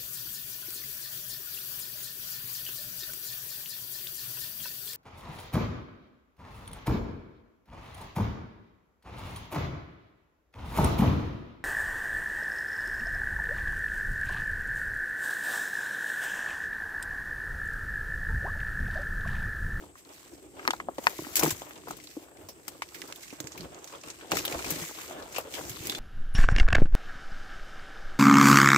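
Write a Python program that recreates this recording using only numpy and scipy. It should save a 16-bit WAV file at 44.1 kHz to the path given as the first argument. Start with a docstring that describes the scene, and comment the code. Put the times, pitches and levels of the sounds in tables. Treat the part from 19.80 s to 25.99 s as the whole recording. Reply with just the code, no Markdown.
"""Someone pushes through dry undergrowth with a small two-port microphone at the chest.
Far insects (a band of hiss) and low wind (bass noise) run throughout; at first the leaves rustle softly.
Sharp cracks (ticks with noise tails) and twig knocks (ringing wood) come near 0.9 and 1.3 s, most thickly near
1.6 s. Calmer steps (bass thumps) follow, then from 4.5 s thicker rustling (flickering bands of noise), branches
dragging over the housing (ringing noise) and more breaks; near 6.1 s a carried metal part clinks (ringing tones)."""
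import sys
import numpy as np
from scipy import signal
from scipy.io import wavfile
from scipy.ndimage import map_coordinates

SR = 44100
rng = np.random.default_rng(int(sys.argv[2]) if len(sys.argv) > 2 else 0)


def output_pcm(signal):
    """Save a mono or channel-first signal as 16-bit PCM at the path in sys.argv[1].

    Samples are clipped to [-1, 1] before scaling.
    """
    pcm = np.clip(np.atleast_2d(signal).T, -1, 1) * 32767
    wavfile.write(sys.argv[1], SR, np.round(pcm).astype(np.int16))


N = 272979  # length in samples

HOUSING_HZ = 314  # the microphone housing rings here
TOP_LEFT_DB = 5  # the left port is less shaded in the top treble


def from_db(db):
    """Turn decibels into gain."""
    return 10 ** (np.asarray(db) / 20)


def rms_one(x):
    """Scale to rms (average strength) 1."""
    return x / np.sqrt(np.mean(x ** 2) + 1e-20)


def peak_one(x):
    """Scale to peak 1."""
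    return x / np.abs(x).max()


def at_hz(points, hz):
    """Read a table between its points, with frequency on a log axis."""
    table_hz, values = np.array(points).T
    return np.interp(np.log(hz), np.log(table_hz), values)


def sides(pan_db):
    """Left and right gains for a left-minus-right difference in dB."""
    return from_db(np.array([[.5], [-.5]]) * pan_db)


def lag_of(pan_db):
    """Samples by which sound reaches the right port later; sound from far right reaches it first."""
    return 9.7 + 1.5 * np.clip(pan_db + 1.5, -7, 0)


def add(out, s, sound, pan_db):
    """Mix a short stereo sound in at time s, from its side."""
    starts = [int(s * SR), int(s * SR + lag_of(pan_db))]
    for channel, i in enumerate(starts):
        out[channel, i:i + sound.shape[1]] += sides(pan_db)[channel] * sound[channel, :N - i]


def drift(rate_hz):
    """Slow random wander with spread 1: smoothed noise, made at every 40th sample."""
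    r = np.exp(-2 * np.pi * rate_hz * 40 / SR)
    noise = rng.standard_normal(N // 40 + 2002)
    slow = signal.lfilter([1], [1, -2 * r, r * r], noise)[2000:]  # drop the start-up
    return np.interp(np.arange(N) / 40, np.arange(len(slow)), rms_one(slow))


def resonance(x, hz, width_hz):
    """Ring at one pitch, with gain about 1 there; a narrower width rings longer."""
    r = np.exp(-np.pi * width_hz / SR)
    feedback = [1, -2 * r * np.cos(2 * np.pi * hz / SR), r * r]
    return signal.lfilter((1 - r * r) / 2 * np.array([1, 0, -1]), feedback, x)


def stereo(mid, side, alike):
    """Blend two noises so that the ports share more of the sound as alike goes from 0 to 1."""
    alike = np.clip(alike, 0, 1)
    return np.sqrt(1 + alike) * mid + np.sqrt(1 - alike) * side * [[1], [-1]]


def burst(t60, alike, size=6000):
    """Stereo noise that starts at once and falls 60 dB in t60 seconds, or 0.004 s if that is longer."""
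    mid, side = rng.standard_normal((2, size))
    fade = from_db(-60 * np.arange(size) / SR / max(t60, .004))
    return stereo(mid, side, alike) * fade


def crackle(per_s, spread_db, t60):
    """Loudness of a rustle: a steady part plus tiny breaks that start sharply and die away."""
    born = rng.random(N) < per_s * from_db(5 * drift(8)) / SR
    sizes = from_db(spread_db * np.minimum(rng.exponential(1, N), 2.5))
    return 1 + signal.lfilter([1], [1, -from_db(-60 / (t60 * SR))], born * sizes)


def rustle(spectrum, patchy_db, grain):
    """Third-octave bands of stereo noise under one grain envelope, each band flickering a little; rms 1."""
    # how much of the sound the ports share: (frequency [Hz], likeness [0 to 1])
    likeness = [(40, 0.59), (150, 0.52), (400, 0.79), (1000, 0.14), (2500, 0.043), (6000, 0.034),
                (15000, 0.043)]
    hz = np.array(spectrum)[:, 0]
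    edges = hz[0] * 2 ** np.arange(0, np.log2(hz[-1] / hz[0]) + .3, 1 / 3)
    white = rng.standard_normal((2, 2, N)) * grain
    out = 0
    for k, (low, high) in enumerate(zip(edges, edges[1:])):
        band = signal.butter(2, [low, min(high, .45 * SR)], "band", fs=SR, output="sos")
        mid, side = signal.sosfilt(band, white[k % 2])  # neighbouring bands use different noise
        centre = np.sqrt(low * high)
        gain = from_db(at_hz(spectrum, centre) + patchy_db * drift(5.8))
        out = out + gain * stereo(mid, side, at_hz(likeness, centre))
    return rms_one(out)


def body_push():
    """Push on leaves, stems and housing in dB, each sweep a bell-shaped swell on the walk; then treble and side."""
    # the walk: (time [s], push on leaves [dB], on stems [dB], on housing [dB],
    # top treble over the leaves [dB], left minus right [dB])
    walk = [(0.0, -78, -60.5, -56, -7, 3.5), (0.34, -61.5, -62, -60, -4.5, -2.0),
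            (0.81, -67.5, -62.5, -53.5, -7.5, 0.5), (0.98, -69, -61, -50.5, -7, 0.5),
            (1.22, -64.5, -55, -57.5, -1.5, 1.5), (1.38, -52, -58, -53.5, -5, 2.5),
            (1.62, -48, -46, -46.5, -4.5, 3.5), (1.84, -55, -54.5, -55.5, -4, 2),
            (2.15, -70, -64, -59, -11, 1), (2.31, -58.5, -65, -57, -4.5, -1.5),
            (2.52, -68.5, -57, -58.5, -2, 1.5), (3.07, -57, -55.5, -55.5, -6.5, -1.5),
            (3.5, -56.5, -58.5, -55.5, -8, -3), (3.71, -59.5, -55, -53, -6, -1.5),
            (3.84, -56.5, -53, -50, -8, 0), (4.1, -60, -55.5, -58.5, -10.5, -0.5),
            (4.52, -53, -53.5, -53.5, -10, 2.0), (4.71, -41.5, -45, -44, -6.5, -0.5),
            (4.9, -58, -58, -49, -8, 1.5), (5.07, -44, -53, -53.5, -5, 0.5),
            (5.36, -53.5, -47.5, -49.5, -7, 0), (5.79, -52.5, -46.5, -52.5, -6, 2),
            (6.02, -50, -51, -47, -5, 0), (6.19, -49.5, -49.5, -48.5, -12, -0.5)]
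    # a branch sweeps past: (time of peak [s], length scale [s], leaves [dB], stems [dB], housing [dB])
    sweeps = [(0.01, 0.13, -58.5, -57, -52.5), (0.184, .06, -58.5, -64, -77), (0.54, 0.053, -67, -74, -51),
              (0.907, 0.24, -56.5, -47.5, -54.5), (1.27, 0.11, -51, -46, -48.5),
              (1.546, 0.039, -53, -62, -59), (1.641, 0.13, -39, -35, -40.5), (1.98, 0.053, -63, -67, -56),
              (2.125, 0.24, -54.5, -58.5, -51.5), (2.616, 0.091, -77, -56.5, -50),
              (2.904, 0.14, -52, -67, -60), (3.04, 0.039, -66, -58, -60), (3.213, 0.096, -78, -72, -49.5),
              (3.305, 0.044, -55.5, -57, -68), (3.53, 0.033, -61, -66, -62),
              (3.653, 0.063, -71.5, -62, -47), (3.824, 0.08, -53.5, -46, -40.5),
              (4.13, 0.097, -55, -49.5, -57), (4.272, 0.057, -53, -47, -48.5),
              (4.537, 0.056, -45, -35.5, -41.5), (4.584, 0.1, -37, -46, -38), (4.737, 0.04, -68, -39, -49),
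              (4.917, 0.26, -37, -42, -43), (5.0, 0.12, -48, -54, -51), (5.222, 0.17, -46, -67, -69),
              (5.447, 0.061, -56, -51, -53), (5.573, 0.12, -45.5, -40, -55),
              (5.771, 0.11, -42.5, -43.5, -50), (5.892, 0.19, -46.5, -47, -45),
              (6.062, 0.065, -46, -43, -43)]
    t = np.arange(0, N, 16) / SR  # every 16th sample is fine enough
    s, *columns = np.transpose(walk)
    *walk_db, top_db, pan_db = [np.interp(t, s, c) for c in columns]
    power = from_db(walk_db) ** 2
    for peak_s, length_s, *db in sweeps:
        bell = np.exp(-(np.e * (t - peak_s) / length_s) ** 2)
        power += from_db(db)[:, None] ** 2 * bell
    curves = (*(10 * np.log10(power)), top_db, pan_db)
    return [np.interp(np.arange(N) / SR, t, c) for c in curves]


def insects():
    """Far insects blend into a steady hiss: noise through two equal resonances."""
    hz, width_hz, level_db = 8100, 1600, -60.5
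    far = rng.standard_normal((2, N))
    song = resonance(resonance(far, hz, width_hz), hz, width_hz)
    return from_db(level_db) * rms_one(song)


def low_rumble(housing_db):
    """Bass noise that follows the push on the housing, over a low wind that never stops."""
    # colour of the rumble: (frequency [Hz], relative level per Hz [dB])
    colour = [(25, -47), (45, -10.5), (70, -2), (110, -6.5), (160, -3.5), (230, -15), (400, -11)]
    wind_db = -73.5
    rub_db = housing_db - 7.5 + 1.5 * drift(5.9)  # random swing of what rubs
    return np.hypot(from_db(rub_db), from_db(wind_db)) * rustle(colour, 0.87, 1)


def thumps():
    """Footfalls and bumps through the body: a soft push swells for a moment and rings a few cycles in the bass."""
    # (time [s], peak [dB], pitch [Hz], time to fall 60 dB [s])
    bumps = [(.01, -54.5, 76, .25), (1.39, -40.5, 136, 0.058), (1.421, -45.5, 150, 0.095),
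             (1.631, -28, 157.5, 0.21), (1.657, -34.5, 152, 0.26), (1.722, -34.5, 100, 0.085),
             (2.095, -52, 168.6, 0.22), (2.640, -51.5, 95.5, 0.23), (3.602, -43.5, 136, 0.071),
             (3.642, -39.5, 136, 0.048), (3.796, -41.5, 177, 0.18), (3.809, -55, 141, 0.14),
             (4.518, -36.5, 173, 0.18), (4.731, -39.5, 136, 0.074), (4.755, -39, 65.6, 0.19),
             (4.917, -34, 161, 0.14), (5.02, -36, 162, 0.086), (5.807, -45, 150, 0.068),
             (5.902, -38.5, 121, 0.093), (6.006, -37, 106, 0.045), (6.069, -49, 155, 0.11)]
    out, t = np.zeros((2, N)), np.arange(12000) / SR
    for s, peak_db, hz, t60 in bumps:
        swell = 1 - np.exp(-t / 0.0018)
        ring = swell * from_db(-60 * t / t60) * np.sin(2 * np.pi * hz * t)
        add(out, s, from_db(peak_db) * peak_one(ring) * np.ones((2, 1)), 0)
    return out


def housing_drag(housing_db, twig_grain):
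    """Branches drag over the housing: rubbing noise, grainy like the twigs, makes it ring."""
    drag_db = housing_db - 1 + 1.5 * drift(2.5)  # random swing of what rubs
    rub = np.sqrt(twig_grain) * burst(1e6, alike=.8, size=N)  # t60 so long that the noise stays steady
    ring = resonance(resonance(rub, HOUSING_HZ, 103), HOUSING_HZ, 490)
    return from_db(drag_db) * rms_one(ring)


def metal_clinks():
    """Each touch rings the carried metal part's modes, each with a random strength at each port."""
    # touches: (time [s], strength [dB])
    touches = [(6.096, -29.5), (6.110, -38), (6.152, -28.5)]
    # ringing modes: (pitch [Hz], typical level before the touch strength [dB], time to fall 60 dB [s])
    modes = [(3490, -6.5, 0.14), (3430, -8, 0.051), (3780, -13, 0.078), (4050, -15, 0.093),
             (2580, -11, .04)]
    out, t = np.zeros((2, N)), np.arange(9000) / SR
    for s, strength_db in touches:
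        ring = 0
        for hz, db, t60 in modes:
            mode_db = db - 60 * t / t60 + rng.normal(0, 2.3, (2, 1))
            ring = ring + from_db(mode_db) * np.sin(2 * np.pi * hz * t)
        add(out, s, from_db(strength_db) * ring, 2.5)
    return out


def wood_knocks():
    """A blow rings a twig for a few cycles, splinters follow; the housing booms along."""
    # (time [s], wood peak before panning [dB], wood pitch [Hz], housing peak before panning [dB],
    # left minus right [dB])
    blows = [(.038, -38.5, 580, -54, 0), (.155, -37, 886, -68, -.5), (0.795, -29, 1260, -46, 3),
             (.829, -36, 1440, -54, 4), (.852, -24, 1140, -38, 0), (.877, -8, 930, -40, 0.5),
             (0.885, -17.5, 1040, -25, 3), (.906, -14, 940, -51, 4), (.935, -19, 755, -62, 2),
             (1.001, -19.5, 1060, -51, 1), (1.086, -18.5, 580, -30.5, 2), (1.183, -24, 495, -25, 2.5),
             (1.269, -2, 887, -47, 4.5), (1.39, -30, 513, -28, -4), (1.42, -52, 452, -33.5, -2),
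             (1.448, -32, 1430, -45, 7), (1.468, -33, 556, -35.5, -3), (1.597, -26, 655, -57, 4),
             (1.611, -23.5, 864, -47, -1), (1.623, -27, 810, -46, 3), (1.63, -12, 580, -25, 7),
             (1.636, -17, 435, -27, -5), (1.645, -17, 457, -24, 7), (1.661, -16, 900, -24, 2),
             (1.674, -32, 463, -22, 0), (1.71, -25, 820, -58, 6), (1.819, -26, 614, -44, 1),
             (1.908, -34, 1650, -67, -1), (2.073, -28, 630, -62, 5), (2.083, -28.5, 790, -33, 2),
             (2.108, -23, 670, -41, 2), (2.367, -48, 463, -27, 2), (2.484, -45, 875, -65, 0),
             (2.687, -40.5, 497, -46, -1), (2.88, -34, 647, -47, 1.5), (3.021, -18.5, 1030, -54, 1),
             (3.221, -31.5, 1650, -45, -4.5), (3.323, -34, 1420, -63, -5), (3.527, -44, 450, -33, -2),
             (3.604, -49, 452, -36, -13), (3.643, -44, 479, -45, -4), (3.996, -49, 580, -68, -2),
             (4.239, -43, 613, -66, 19), (4.411, -34.5, 1730, -65, 9), (4.446, -38, 460, -47, 1),
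             (4.518, -11, 780, -28.5, 0), (4.534, -22, 455, -33, 1), (4.57, -15.5, 1280, -28.5, 6.5),
             (4.651, -27.5, 1180, -57, 5.5), (4.678, -26.5, 450, -44, 6.5), (4.792, -28, 730, -41, 5),
             (4.843, -32, 606, -50, 4), (4.903, -31, 510, -49, 12), (5.093, -34, 960, -38.5, -3.5),
             (5.111, -32, 527, -59, 2.5), (5.31, -31, 670, -41, 1), (5.366, -38, 573, -37.5, 1),
             (5.419, -39, 711, -51, 9), (5.584, -18, 597, -47, 2), (5.744, -35, 810, -37, 3),
             (5.811, -31, 727, -35, 1), (6.096, -50, 727, -34, 1), (6.123, -30, 1250, -45, -2.5),
             (6.148, -31, 1460, -38, -6)]
    splinter_db, splinter_t60, upper_mode_db = -3, 0.038, -6.5  # for blows up to -22.5 dB; t60 in s
    out = np.zeros((2, N))
    for s, peak_db, hz, housing_db, pan_db in blows:
        # a harder blow breaks cleaner: splinters sink and the upper mode rises
        clean_db = 0.3 * max(peak_db + 22.5, 0)
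        blow = from_db(splinter_db - clean_db) * burst(splinter_t60, alike=0.82)
        blow[:, :12] += np.hanning(12) * 2  # the first contact
        lower = resonance(blow, hz, 0.41 * hz)  # two bending modes
        upper = from_db(upper_mode_db + clean_db) * resonance(blow, 2.08 * hz, 0.63 * hz)
        wood = signal.lfilter([.35], [1, -.65], lower - upper)  # wood swallows the treble
        boom = resonance(resonance(blow, HOUSING_HZ, 89), HOUSING_HZ, 270)
        knock = from_db(peak_db) * peak_one(wood) + from_db(housing_db) * peak_one(boom)
        add(out, s, knock, pan_db)
    return out


def twig_rustle(stems_db, twig_grain):
    """Pushed stems give lower, grainy noise that follows the push on them."""
    # colour of the twigs: (frequency [Hz], relative level per Hz [dB])
    colour = [(350, -10), (500, -1.5), (800, -3.5), (1300, -8.5), (2000, -16.5), (3000, -15.5)]
    return from_db(stems_db) * rustle(colour, 2.2, twig_grain)


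def leaf_cracks():
    """A dry leaf or bark break is one sharp tick, then a broad noise tail with a colour of its own."""
    # (time [s], peak before panning [dB], centre [Hz], top treble before shading and panning [dB],
    # left minus right [dB], tail gain against the tick [dB])
    breaks = [(0.25, -45, 4120, -71, 8, -6), (0.2916, -40.5, 6040, -51, -1.5, -9),
              (0.3358, -38, 6300, -62, -1.5, -12), (.7931, -37, 2530, -64, 4, -8),
              (.852, -31, 2900, -55, 0, -23), (0.877, -9, 4270, -16.5, 2, -17),
              (0.907, -11.5, 3150, -39, 1.5, -12.5), (0.9327, -30.5, 3800, -35, 9, -7.5),
              (.964, -42, 3740, -62, .5, -15), (0.9992, -36, 3070, -63, -1, -2.5),
              (1.182, -31, 1900, -45, 5, -2), (1.241, -27.5, 7840, -28, -4.5, -15),
              (1.27, -9.5, 2400, -28, 7.5, -19), (1.499, -42, 4760, -35, 10, -19),
              (1.5563, -11.5, 6200, -4, 3, -6.5), (1.5655, -11.5, 7950, -9.5, 0, 11),
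              (1.5943, -13.5, 5960, -9.5, 3, -3), (1.624, -20, 2320, -22, 0, 14),
              (1.6337, -14.5, 7400, -12, 5, -3), (1.6533, -15, 7450, -22, -1, -11),
              (1.665, -24, 7200, -20, 4, -2), (1.6764, -24, 5840, -24, 3, 14),
              (1.6957, -20.5, 2380, -24, 2, -9), (1.7053, -16, 7660, -12.5, 2, 4),
              (1.82, -32.5, 3220, -54, 5, -6), (1.8936, -43, 5980, -34, 3, -8),
              (1.9086, -43, 2940, -58, -1, -4), (1.958, -40, 3130, -55, 2.5, -3),
              (1.9778, -35, 7770, -55, -4, -8), (2.0824, -36.5, 2130, -35, 2, 15),
              (2.1099, -26.5, 7900, -32, 1, -5), (2.168, -37, 7740, -37, 8, 0),
              (2.2, -38, 2120, -44, 7, -4.5), (2.2383, -35.5, 8000, -37, 3, 7),
              (2.2726, -30.5, 4070, -57, -4.5, -9.5), (2.571, -42, 2160, -69, 2, -4),
              (2.6866, -34, 5360, -30.5, -2.5, 11), (2.8805, -22.5, 8200, -25, 4.5, -4.5),
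              (3.02, -22, 2360, -56, 1, -2), (3.0887, -36, 2070, -62, -5, -10),
              (3.1449, -31, 2010, -31.5, -6, 15), (3.2177, -23.5, 1990, -47, -6, -13),
              (3.2748, -40.5, 4830, -38, 1, 9), (3.325, -21.5, 2440, -38, -5, -15.5),
              (3.3588, -32.5, 3520, -30, -5.5, -4), (3.4327, -37, 2040, -52, -5, 0),
              (3.5047, -37, 2540, -56, -8, 0), (3.6024, -22.5, 6750, -22.5, -7.5, -9),
              (3.6426, -34, 7140, -55, -5, -10), (3.6714, -25, 7240, -31, -6, -9),
              (3.7186, -32, 6760, -57, -3, 9), (3.7763, -31.5, 2450, -30.5, 2.5, 2),
              (3.807, -29, 4350, -56, -5.5, -6), (3.946, -33, 6600, -60, -3.5, -15),
              (3.9877, -40, 7600, -63, -7, -3), (4.0432, -31.5, 6370, -29.5, -10, -9),
              (4.0747, -33.5, 6030, -38, -4.5, 1), (4.212, -37, 6020, -66, -2, -2),
              (4.2364, -30.5, 2600, -57, -6, -7.5), (4.301, -26, 6950, -52, -1, 0),
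              (4.4124, -40, 3290, -62, -5.5, 17), (4.511, -23.5, 7800, -46, -10, -10),
              (4.5179, -12, 2690, -13.5, 0, -7.5), (4.5705, -16, 6000, -19, 7, -14),
              (4.5892, -20, 2440, -40, -7, -14), (4.6517, -19.5, 3450, -13, -2.5, -1.5),
              (4.679, -16.5, 3000, -40, 5, -9.5), (4.7243, -22, 2310, -30, 1, -5),
              (4.79, -31, 2310, -48, -3, -1), (4.8249, -24.5, 2410, -45, -2.5, -25),
              (4.845, -24, 2420, -28, 3, -2), (4.9042, -20, 6200, -13, 1, -0.5),
              (5.2794, -32, 4930, -46, -2, -15), (5.4245, -37, 3850, -45, 12, -5),
              (5.546, -29.5, 2460, -47, 5, 0), (5.5609, -21.5, 2590, -37, 4.5, 7),
              (5.5818, -25, 2840, -25, 9, 2), (5.724, -30, 6130, -31, -2, -12),
              (5.739, -26, 3140, -45, -5, -4), (5.7506, -28, 3080, -38, 5, 10),
              (5.895, -26, 6930, -23, -2.5, -1), (6.0702, -16.5, 8400, -17, 2, -9),
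              (6.097, -16, 3720, -17, -3.5, -5), (6.124, -24, 3490, -43, 2.5, -6),
              (6.1492, -19, 3490, -53, 0, -5)]
    out = np.zeros((2, N))
    band = signal.butter(2, [1500, 8800], "band", fs=SR, output="sos")
    top = signal.butter(3, 9800, "high", fs=SR, output="sos")
    swell = 1 - np.exp(-np.arange(3000) / SR / 0.00018)  # the tail builds up as the fibres part
    for s, peak_db, hz, top_db, pan_db, tail_db in breaks:
        t60 = 0.064 * from_db(0.44 * tail_db)  # a stronger tail lasts longer
        tick = burst(0.0059, alike=0.36, size=3000)
        tail = swell * burst(t60, alike=0.02, size=3000)
        noise = tick + from_db(tail_db) * tail
        body = signal.sosfilt(band, 0.39 * noise + resonance(noise, hz, 0.16 * hz))
        fizz = sides(TOP_LEFT_DB) * peak_one(signal.sosfilt(top, swell * noise))
        add(out, s, from_db(peak_db) * peak_one(body) + from_db(top_db) * fizz, pan_db)
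    return out


def leaf_ticks(per_s, spread_db):
    """Tiny leaf edges snap at random, each ringing a few cycles at one of 12 pitches, each with its side; rms 1."""
    born = rng.random(N) < per_s * from_db(5 * drift(6)) / SR
    sizes = from_db(spread_db * np.minimum(rng.exponential(1, N), 3))
    snaps = born * sizes * rng.choice([-1, 1], N)
    dealt = rng.integers(0, 12, N)  # which pitch each snap gets
    out = 0
    for k, hz in enumerate(np.geomspace(1100, 8000, 12)):
        ring = resonance(snaps * (dealt == k) + 1e-18, hz, 0.2 * hz)
        out = out + sides(rng.normal(0, 11.8)) * ring / np.sqrt(hz)
    return rms_one(out)


def leaf_rustle(leaves_db, top_db):
    """Many dry leaves rub and break: grainy noise, top treble in the same grain, and ringing ticks."""
    # colour of the leaves: (frequency [Hz], relative level per Hz [dB])
    colour = [(1200, -14.5), (2000, -3.5), (3200, -8), (5000, -6), (7000, -3.5), (8600, -4.5),
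              (10500, -22.5)]
    # colour of the top treble: (frequency [Hz], relative level per Hz [dB])
    top_colour = [(8000, -30), (9500, -38), (11000, -5), (13500, -9.5), (15500, -2)]
    leaf_db = leaves_db + 2.5 * drift(2.7) + 2.5  # random swing, then rustle over push
    grain = crackle(per_s=140, spread_db=1.0, t60=0.011)
    body = from_db(leaf_db) * rustle(colour, 1.4, grain)
    top = from_db(leaf_db + top_db) * sides(TOP_LEFT_DB) * rustle(top_colour, 0.64, grain)
    return body + top + from_db(leaf_db - 8) * leaf_ticks(per_s=300, spread_db=5.5)


def scene():
    """Background, rustle and breaks as they reach both ports."""
    leaves_db, stems_db, housing_db, top_db, pan_db = body_push()
    twig_grain = crackle(per_s=70, spread_db=4.0, t60=0.085)
    background = insects() + low_rumble(housing_db) + housing_drag(housing_db, twig_grain)
    plants = twig_rustle(stems_db, twig_grain) + leaf_rustle(leaves_db, top_db)
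    bed = background + sides(pan_db) * plants
    # the right port hears the bed with a lag that follows its side
    bed[1] = map_coordinates(bed[1], [np.arange(N) - lag_of(pan_db)], order=3, mode="nearest")
    return bed + thumps() + metal_clinks() + wood_knocks() + leaf_cracks()


def record(dry):
    """The port cavity weakens a band by cancelling part of it, and the top is cut."""
    notch_hz, notch_width_hz, notch_depth = 9250, 2080, 0.69  # depth 1 would cancel the centre fully
    heard = dry - notch_depth * resonance(dry, notch_hz, notch_width_hz)
    top_cut = signal.cheby2(16, 70, 16250, fs=SR, output="sos")  # 70 dB down from 16250 Hz up
    return signal.sosfilt(top_cut, heard)


dry = scene()
out = record(dry)
output_pcm(out)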